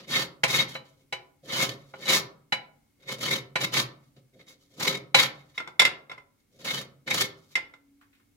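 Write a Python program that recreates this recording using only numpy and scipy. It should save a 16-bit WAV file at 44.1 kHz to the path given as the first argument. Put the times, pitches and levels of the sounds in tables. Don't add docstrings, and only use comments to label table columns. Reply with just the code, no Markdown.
import sys
import numpy as np
from scipy import signal
from scipy.fft import rfft, irfft, next_fast_len
from scipy.io import wavfile
from scipy.ndimage import uniform_filter1d

SR = 44100
rng = np.random.default_rng(int(sys.argv[2]) if len(sys.argv) > 2 else 0)


def materialize(psi):
    bounded = np.clip(np.atleast_2d(psi).T, -1, 1)
    quanta = np.round(bounded * 32767).astype(np.int16)
    wavfile.write(sys.argv[1], SR, quanta)


N = 368676

# f/Hz, width/Hz, level/dB
BOX_MODES = [(1074, 23, -22), (1274, 20, -13), (1788, 15, -7), (2163, 65, 0), (3015, 40, -4.5),
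             (3195, 47, -7), (3777, 45, -3.5), (4140, 38, -10.5), (4510, 80, -12.5)]


def undb(db):
    return 10 ** (np.asarray(db) / 20)


def level(x, db):
    return x * undb(db) / np.sqrt(np.mean(x ** 2))


def along(points, hz):
    freqs, values = np.transpose(points)
    return np.interp(np.log(hz + 1), np.log(freqs), values)


def shape(x, response):
    n = next_fast_len(x.shape[-1], True)
    return irfft(rfft(x, n) * response(np.fft.rfftfreq(n, 1 / SR)), n)[..., :x.shape[-1]]


def colour(x, points):
    return shape(x, lambda f: undb(along(points, f)))


def ring(x, peaks):
    return shape(x, lambda f: sum((-1) ** k * undb(db) * 1j * f * width / (hz ** 2 - f ** 2 + 1j * f * width)
                                  for k, (hz, width, db) in enumerate(peaks)))


def wander(rate):
    step = int(SR / rate)
    return 1.8 * uniform_filter1d(np.repeat(rng.standard_normal(N // step + 1), step), step)[:N]


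def ports(three, common=0.3, lag_ms=0.13):
    late = np.roll(three[0], round(lag_ms * SR / 1000))
    return np.sqrt(common) * np.array([three[0], late]) + np.sqrt(1 - common) * three[1:]


def hand_pressure():
    # bite t/s, press-in/s, hold/s, tearing level at bite/dB, at end of hold/dB,
    # tooth rows/Hz, swing per row/dB, box above tearing/dB, table above tearing/dB
    strokes = [(-0.036, 0.024, 0.062, -61, -67, 23, 3.5, 15, 16.5),
               (0.153, 0.097, 0.059, -29.5, -32, 36.0, -1, 5.5, -3.0),
               (0.481, 0.014, 0.081, -37, -28.5, 31.0, 0.5, 5, -3.5),
               (0.574, 0.052, 0.028, -43.5, -35, 37, 0, 9.5, -0.5),
               (0.692, 0.028, 0.053, -51.5, -50.5, 37, 2, 3, -0.5),
               (0.861, 0.04, 0.061, -63, -74, 30.0, 0.0, 1, -4),
               (0.966, 0.01, 0.039, -76.5, -72.5, 19, 0, -1, 7),
               (1.579, 0.16, 0.052, -31.5, -28, 41.5, 1, 5, -1),
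               (1.695, 0.021, 0.022, -40.5, -53.0, 41, 3, 6, 7),
               (1.751, 0.027, 0.25, -66, -70.5, 19.5, 1, 2.5, 1.5),
               (2.066, 0.15, 0.002, -48, -43, 22, 1.0, 6, 4.5),
               (2.095, 0.032, 0.063, -23.5, -23.5, 42.0, -1, 3.5, -6.0),
               (3.035, 0.07, 0.007, -70.5, -67.5, 32, 4.5, 9, 8.5),
               (3.092, 0.041, 0.023, -45, -39, 34, 3, 4, 2),
               (3.262, 0.12, 0.096, -34.0, -34, 40.0, 3, 4, -0.0),
               (3.616, 0.044, 0.012, -38.5, -31.5, 32, 5.5, 4, 0.5),
               (3.743, 0.037, 0.048, -30, -26.5, 34.5, 2, 4.5, -2.5),
               (4.043, 0.073, 0.03, -74, -77.0, 19.5, 3, 2.5, 7),
               (4.164, 0.021, 0.002, -81, -71, 29, 2, 9.5, 19.5),
               (4.341, 0.025, 0.019, -76.5, -74, 25.5, 4, 2.5, 21),
               (4.398, 0.027, 0.0035, -68, -65, 63, 2.5, 8, 10.5),
               (4.483, 0.032, 0.028, -55.5, -54.5, 48, 1.5, 0, -2.5),
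               (4.616, 0.057, 0.083, -67.5, -76.5, 33, -1, -2, 0),
               (4.706, 0.01, 0.071, -68, -61.5, 29.0, 2.5, -1.5, 8),
               (4.829, 0.07, 0.039, -34, -29, 40.0, 5, 4.5, -1),
               (4.909, 0.013, 0.03, -39, -40.5, 45, 4.5, 6.0, 7.5),
               (5.2, 0.056, 0.027, -23.5, -28.5, 30, 2.5, 5, -6.5),
               (5.349, 0.012, 0.11, -67.5, -76, 18.0, 2, 7, -1.0),
               (5.493, 0.038, 0.012, -68.5, -66, 25, 1, 1, -1),
               (5.551, 0.02, 0.016, -60.5, -58, 31.0, 1, 4, -13.5),
               (6.41, 0.072, 0.002, -78.5, -86.5, 15, 3, -2.5, -5.5),
               (6.518, 0.018, 0.068, -75, -65.5, 28.5, 0, -3, 10),
               (6.598, 0.025, 0.007, -57.0, -54.5, 43.5, 0, 4.5, 7.5),
               (6.654, 0.024, 0.025, -37.5, -35, 37.5, 2, 4.5, 0),
               (6.71, 0.018, 0.091, -34.5, -42, 27.5, 3.5, 4.0, 1),
               (7.08, 0.029, 0.067, -50, -45, 28, 4.5, 11.5, 10),
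               (7.111, 0.031, 0.1, -37.0, -28, 28, 5, 2, -4.5),
               (7.37, 0.032, 0.16, -70.5, -68, 18.5, -1, -3, -7),
               (7.515, 0.025, 0.029, -59.5, -69, 25, -3, 1.5, -14)]
    touch_db, lift_db_per_s2 = -47, 8779
    box_follow, table_follow = 1.12, 0.48
    t, power = np.arange(N) / SR, np.zeros((3, N))
    for bite, press_s, hold_s, bite_db, ease_db, row_hz, swing_db, box_db, table_db in strokes:
        touch, ease = bite - press_s, bite + hold_s
        on = (t >= touch) & (t <= ease + .2)
        now = t[on]
        held_db = np.interp(now, [bite, ease], [bite_db, ease_db])
        slack_db = touch_db * np.interp(now, [touch, bite], [1, 0]) ** 2
        slack_db -= lift_db_per_s2 * np.maximum(now - ease, 0) ** 2
        row_db = swing_db * np.cos(2 * np.pi * row_hz * (now - bite))
        fade_in = np.clip((now - touch) / 0.02, 0, 1)
        gains = undb([held_db + slack_db + row_db,
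                      held_db + box_db + box_follow * (slack_db + row_db),
                      held_db + table_db + table_follow * slack_db])
        power[:, on] += (fade_in * gains) ** 2
    return np.sqrt(power)


def peel_slips(per_s, spread_db, channels):
    size = (rng.random(N) < per_s / SR) * undb(spread_db * np.minimum(rng.exponential(size=N), 4))
    return size * rng.standard_normal((channels, N))


def grating():
    # f/Hz, level/dB
    tear_eq = [(400, -20.5), (700, -10), (1000, -3.5), (1700, -5.5), (2400, -4), (3800, -4.5), (5200, -7),
               (7200, -11.5), (8200, -22), (11000, -17), (14500, -23.5), (16000, -26)]
    # f/Hz, width/Hz, level/dB
    table_modes = [(72, 30, -29.5), (137.4, 7.7, 6), (185, 12, -4), (217, 34, -7), (320, 48, -7.5),
                   (396, 25, -3.5), (534, 58, -5.5), (720, 67, -16.5)]
    tear_gain, box_gain, table_gain = hand_pressure()
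    catch = np.clip(wander(70), -2, 2)
    tears = ports(peel_slips(9000, spread_db=1.5, channels=3))
    hiss = colour(tears, tear_eq)
    sizzle = signal.sosfilt(signal.butter(2, 4500, "high", fs=SR, output="sos"), hiss)
    sheet = sum(ring(tears * undb(4.0 * np.clip(wander(45), -2, 2)), BOX_MODES[k::3]) for k in range(3))
    box = level(sheet, -3.0) + level(hiss - sizzle, -3.5)
    thrum = ring(peel_slips(3000, spread_db=2.0, channels=1), table_modes)
    return (tear_gain * level(sizzle * undb(1.5 * catch + 0.94 * wander(200)), 0.78)
            + box_gain * level(box * undb(0.8 * catch), 0.93)
            + table_gain * level(thrum * undb(1.2 * catch), -2.8))


def room_tone():
    # f/Hz, level/dB
    air_eq = [(15, -50), (25, -21), (53, -16), (76, -23), (195, -24.5), (217, -17), (249, -16.5),
              (285, -20.5), (335, -25), (607, -37), (3620, -41), (16000, -43)]
    mid, side = colour(rng.standard_normal((2, N)), air_eq)
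    side = signal.lfilter(*signal.butter(1, 200, "high", fs=SR), side)
    air = level(np.array([mid + side, mid - side]), -69.5) * undb(0.6 * wander(3))
    return air + level(ring(side, BOX_MODES[3:4]), -86)


def fridge():
    # t/s, level/dB
    swell = [(0, -73), (2.9, -76.5), (4.699, -72), (6.3, -77.5), (6.6, -74.5), (7.6, -68.5), (8.36, -67.5)]
    pitch_hz = 286 + 2.5 * wander(11)
    hum_db = np.interp(np.arange(N) / SR, *np.transpose(swell)) + 2.5 * wander(7)
    hum = undb(hum_db) * np.sin(2 * np.pi * np.cumsum(pitch_hz) / SR)
    drone = ring(rng.standard_normal(N), [(99, 9, 0)])
    return hum + level(drone, -77.5)


def clinks(blows, modes, clatter_db, clatter_t60, contact_ms, gain_db):
    out, t = np.zeros((2, N + SR)), np.arange(SR // 4) / SR
    hz, db, t60 = np.transpose(modes)[:, :, None]
    decay = np.exp(-np.log(1000) * t / t60)
    attack = np.sin(np.pi / 2 * np.clip(t * 1000 / contact_ms, 0, 1)) ** 2
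    for at, blow_db, low_db, upper_db, high_db in blows:
        lows = [(100, low_db - 29), (250, low_db - 3.5), (500, low_db), (1500, low_db)]
        mids = [(1750, 0.0059), (2500, 0.0076)]
        uppers = [(2800, upper_db), (4200, upper_db)]
        highs = [(4600, high_db), (8000, high_db - 9.5), (16000, high_db - 23.5)]
        detune, phase, spread, strength = np.hsplit(rng.standard_normal((len(modes), 4)), 4)
        gains = undb(db + along(lows + mids + uppers + highs, hz) + 2.2 * strength)
        cycles = hz * (1 + 0.0022 * detune) * t + 0.14 * phase
        port_phase = np.outer([1, -1], np.clip(hz / 1500, 0, 1) * (0.5 + 0.72 * spread))
        body = (np.exp(1j * port_phase) @ (gains * decay * np.exp(2j * np.pi * cycles))).imag
        clatter = colour(ports(rng.standard_normal((3, len(t)))), lows + mids + highs)
        clatter *= undb(clatter_db) * np.exp(-np.log(1000) * t / clatter_t60)
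        start = int(at * SR)
        out[:, start:start + len(t)] += undb(blow_db + gain_db) * attack * (body + clatter)
    return out[:, :N]


def knocks_and_catches():
    # t/s, level/dB, lows/dB, upper ring/dB, highs/dB
    hits = [(0.433, -12.5, -4.5, -16.5, -8.5), (0.7495, -32, 0.5, -7, -14),
            (1.1233, -23.5, -5.5, -9.5, -12), (1.9355, -44.5, 9, -9.5, -18.5), (2.0522, -46.5, 6, 8.5, 9.5),
            (2.0901, -22.5, -20, -1.5, -8.5), (2.521, -17.5, -5.5, -8, -12.5), (3.0889, -41, 4, -3, 1),
            (3.5544, -18.5, -5.5, -13.5, -12), (3.6107, -36, -7, 6.5, 0.5), (3.7414, -27.5, -30, -15, -11),
            (3.7658, -22, -11, -16, -6), (4.8054, -33, 1.5, -9, -1.5), (4.8734, -31.5, -9, 5, -0.5),
            (5.1434, -9.5, -4, -5.5, -6), (6.6484, -36.5, -8, -7.5, -6), (7.074, -28.5, -6, -15, -9.5),
            (7.1074, -20.5, -12, -18, -10.5)]
    # f/Hz, level/dB, t60/s
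    held_modes = [(142.5, 6.5, 0.16), (530, -10, 0.11), (665.3, -11, 0.076), (830, -4.5, 0.078),
                  (1003, -9.5, 0.13), (1445, -3, 0.069), (1803, -14, 0.095), (2049, -7.5, .07),
                  (2232, 0, 0.077), (2343, -12, 0.16), (2972, -0.5, 0.16), (3250, -17, 0.045),
                  (3750, -9, 0.056), (3976, 2, 0.12), (4370, -8.5, .05), (5760, -6, .05), (6850, -8, .06)]
    return clinks(hits, held_modes, clatter_db=9.0, clatter_t60=0.088, contact_ms=6, gain_db=1.5)


def box_shifts():
    # t/s, level/dB, lows/dB, upper ring/dB, highs/dB
    taps = [(5.5767, -23, -7.5, -12.5, -17), (5.5994, -33, 3.5, -16, -14), (5.673, -40, 8.5, -5, -8.5),
            (5.7937, -5.5, -10.5, -8.5, -9), (5.8154, -15.5, 0, -6, -7), (5.849, -11, -10.5, -13, -10.5),
            (5.8744, -31.5, 4.5, -22, -30), (5.9194, -44, -10, -23, -30), (6.0951, -40, 2.5, -5, -14),
            (6.113, -35, 3, -12, -13.5), (6.1769, -46.5, 4.5, -16, -13.5), (7.5529, -16, -13, -14, -13.5),
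            (7.5714, -32.5, 3, -26, -28), (7.7358, -48.5, 2.5, -8, -13)]
    # f/Hz, level/dB, t60/s
    free_modes = [(145, -2, 0.17), (562, -12.5, 0.039), (1027, -8.5, 0.055), (1381, -4.5, .045),
                  (2076, -4, 0.09), (2129, 4, .045), (2152, -11, .05), (3050, -6.5, 0.029),
                  (3484, -0.5, 0.056), (3540, 1, .05), (3840, 1, 0.036), (4550, -8.5, 0.071),
                  (5234, 0.5, .04), (5470, -1, 0.058), (7160, 2.5, .04), (7773, -4.5, .04),
                  (9540, -1, 0.061), (10174, -3, 0.046), (12670, 1, 0.05)]
    return clinks(taps, free_modes, clatter_db=4.0, clatter_t60=0.098, contact_ms=4.5, gain_db=2.5)


def pats():
    # t/s, level/dB, centre f/Hz
    puffs = [(8.0106, -50.5, 1430), (8.1273, -59.5, 2030), (8.1483, -60.5, 2037), (8.194, -61, 1550)]
    out, t = np.zeros((2, N + SR)), np.arange(SR // 4) / SR
    envelope = np.clip(t / 0.0041, 0, 1) * np.exp(-t / 0.027)
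    for at, db, hz in puffs:
        band = [(hz / 3, -22), (hz / 1.25, 0), (hz * 1.25, 0), (hz * 1.6, -5), (hz * 4, -22)]
        puff = colour(ports(rng.standard_normal((3, len(t)))), band)
        start = int(at * SR)
        out[:, start:start + len(t)] += undb(db + 6.5) * puff * envelope
    return out[:, :N]


def kitchen_reverb(x, wet_db):
    # f/Hz, t60/s
    decay_times = [(60, 1), (250, 0.52), (700, 0.52), (2000, 0.27), (5000, 0.25), (10000, 0.13),
                   (16000, .15)]
    t, tail = np.arange(SR) / SR, 0
    for hz in 62.5 * 2. ** np.arange(8):
        top_hz = 20000 if hz > 7000 else hz * np.sqrt(2)
        band = signal.butter(2, [hz / np.sqrt(2), top_hz], "band", fs=SR, output="sos")
        shared, own = rng.standard_normal(SR), rng.standard_normal((2, SR))
        apart = min(hz / 700, 1)
        echoes = signal.sosfilt(band, apart * own + np.sqrt(1 - apart ** 2) * shared)
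        tail += echoes * np.exp(-np.log(1000) * t / along(decay_times, hz))
    tail *= np.clip(t / 0.003, 0, 1)
    tail *= undb(wet_db) / np.linalg.norm(tail, axis=1, keepdims=True)
    return signal.fftconvolve(x[None], tail, axes=1)[:, :N]


def scene():
    # f/Hz, level/dB
    mic_eq = [(20, -19), (60, -7), (110, -4.5), (200, 0), (16000, 0)]
    direct = grating() + knocks_and_catches() + box_shifts() + pats()
    return colour(direct + kitchen_reverb(direct[0], wet_db=-10), mic_eq) + room_tone() + fridge()


def record(dry):
    rounded = dry / (1 + np.abs(dry) ** 4) ** (1 / 4)
    return .93 * signal.sosfilt(signal.ellip(10, .2, 80, 15780, fs=SR, output="sos"), rounded)


dry = scene()
out = record(dry)
materialize(out)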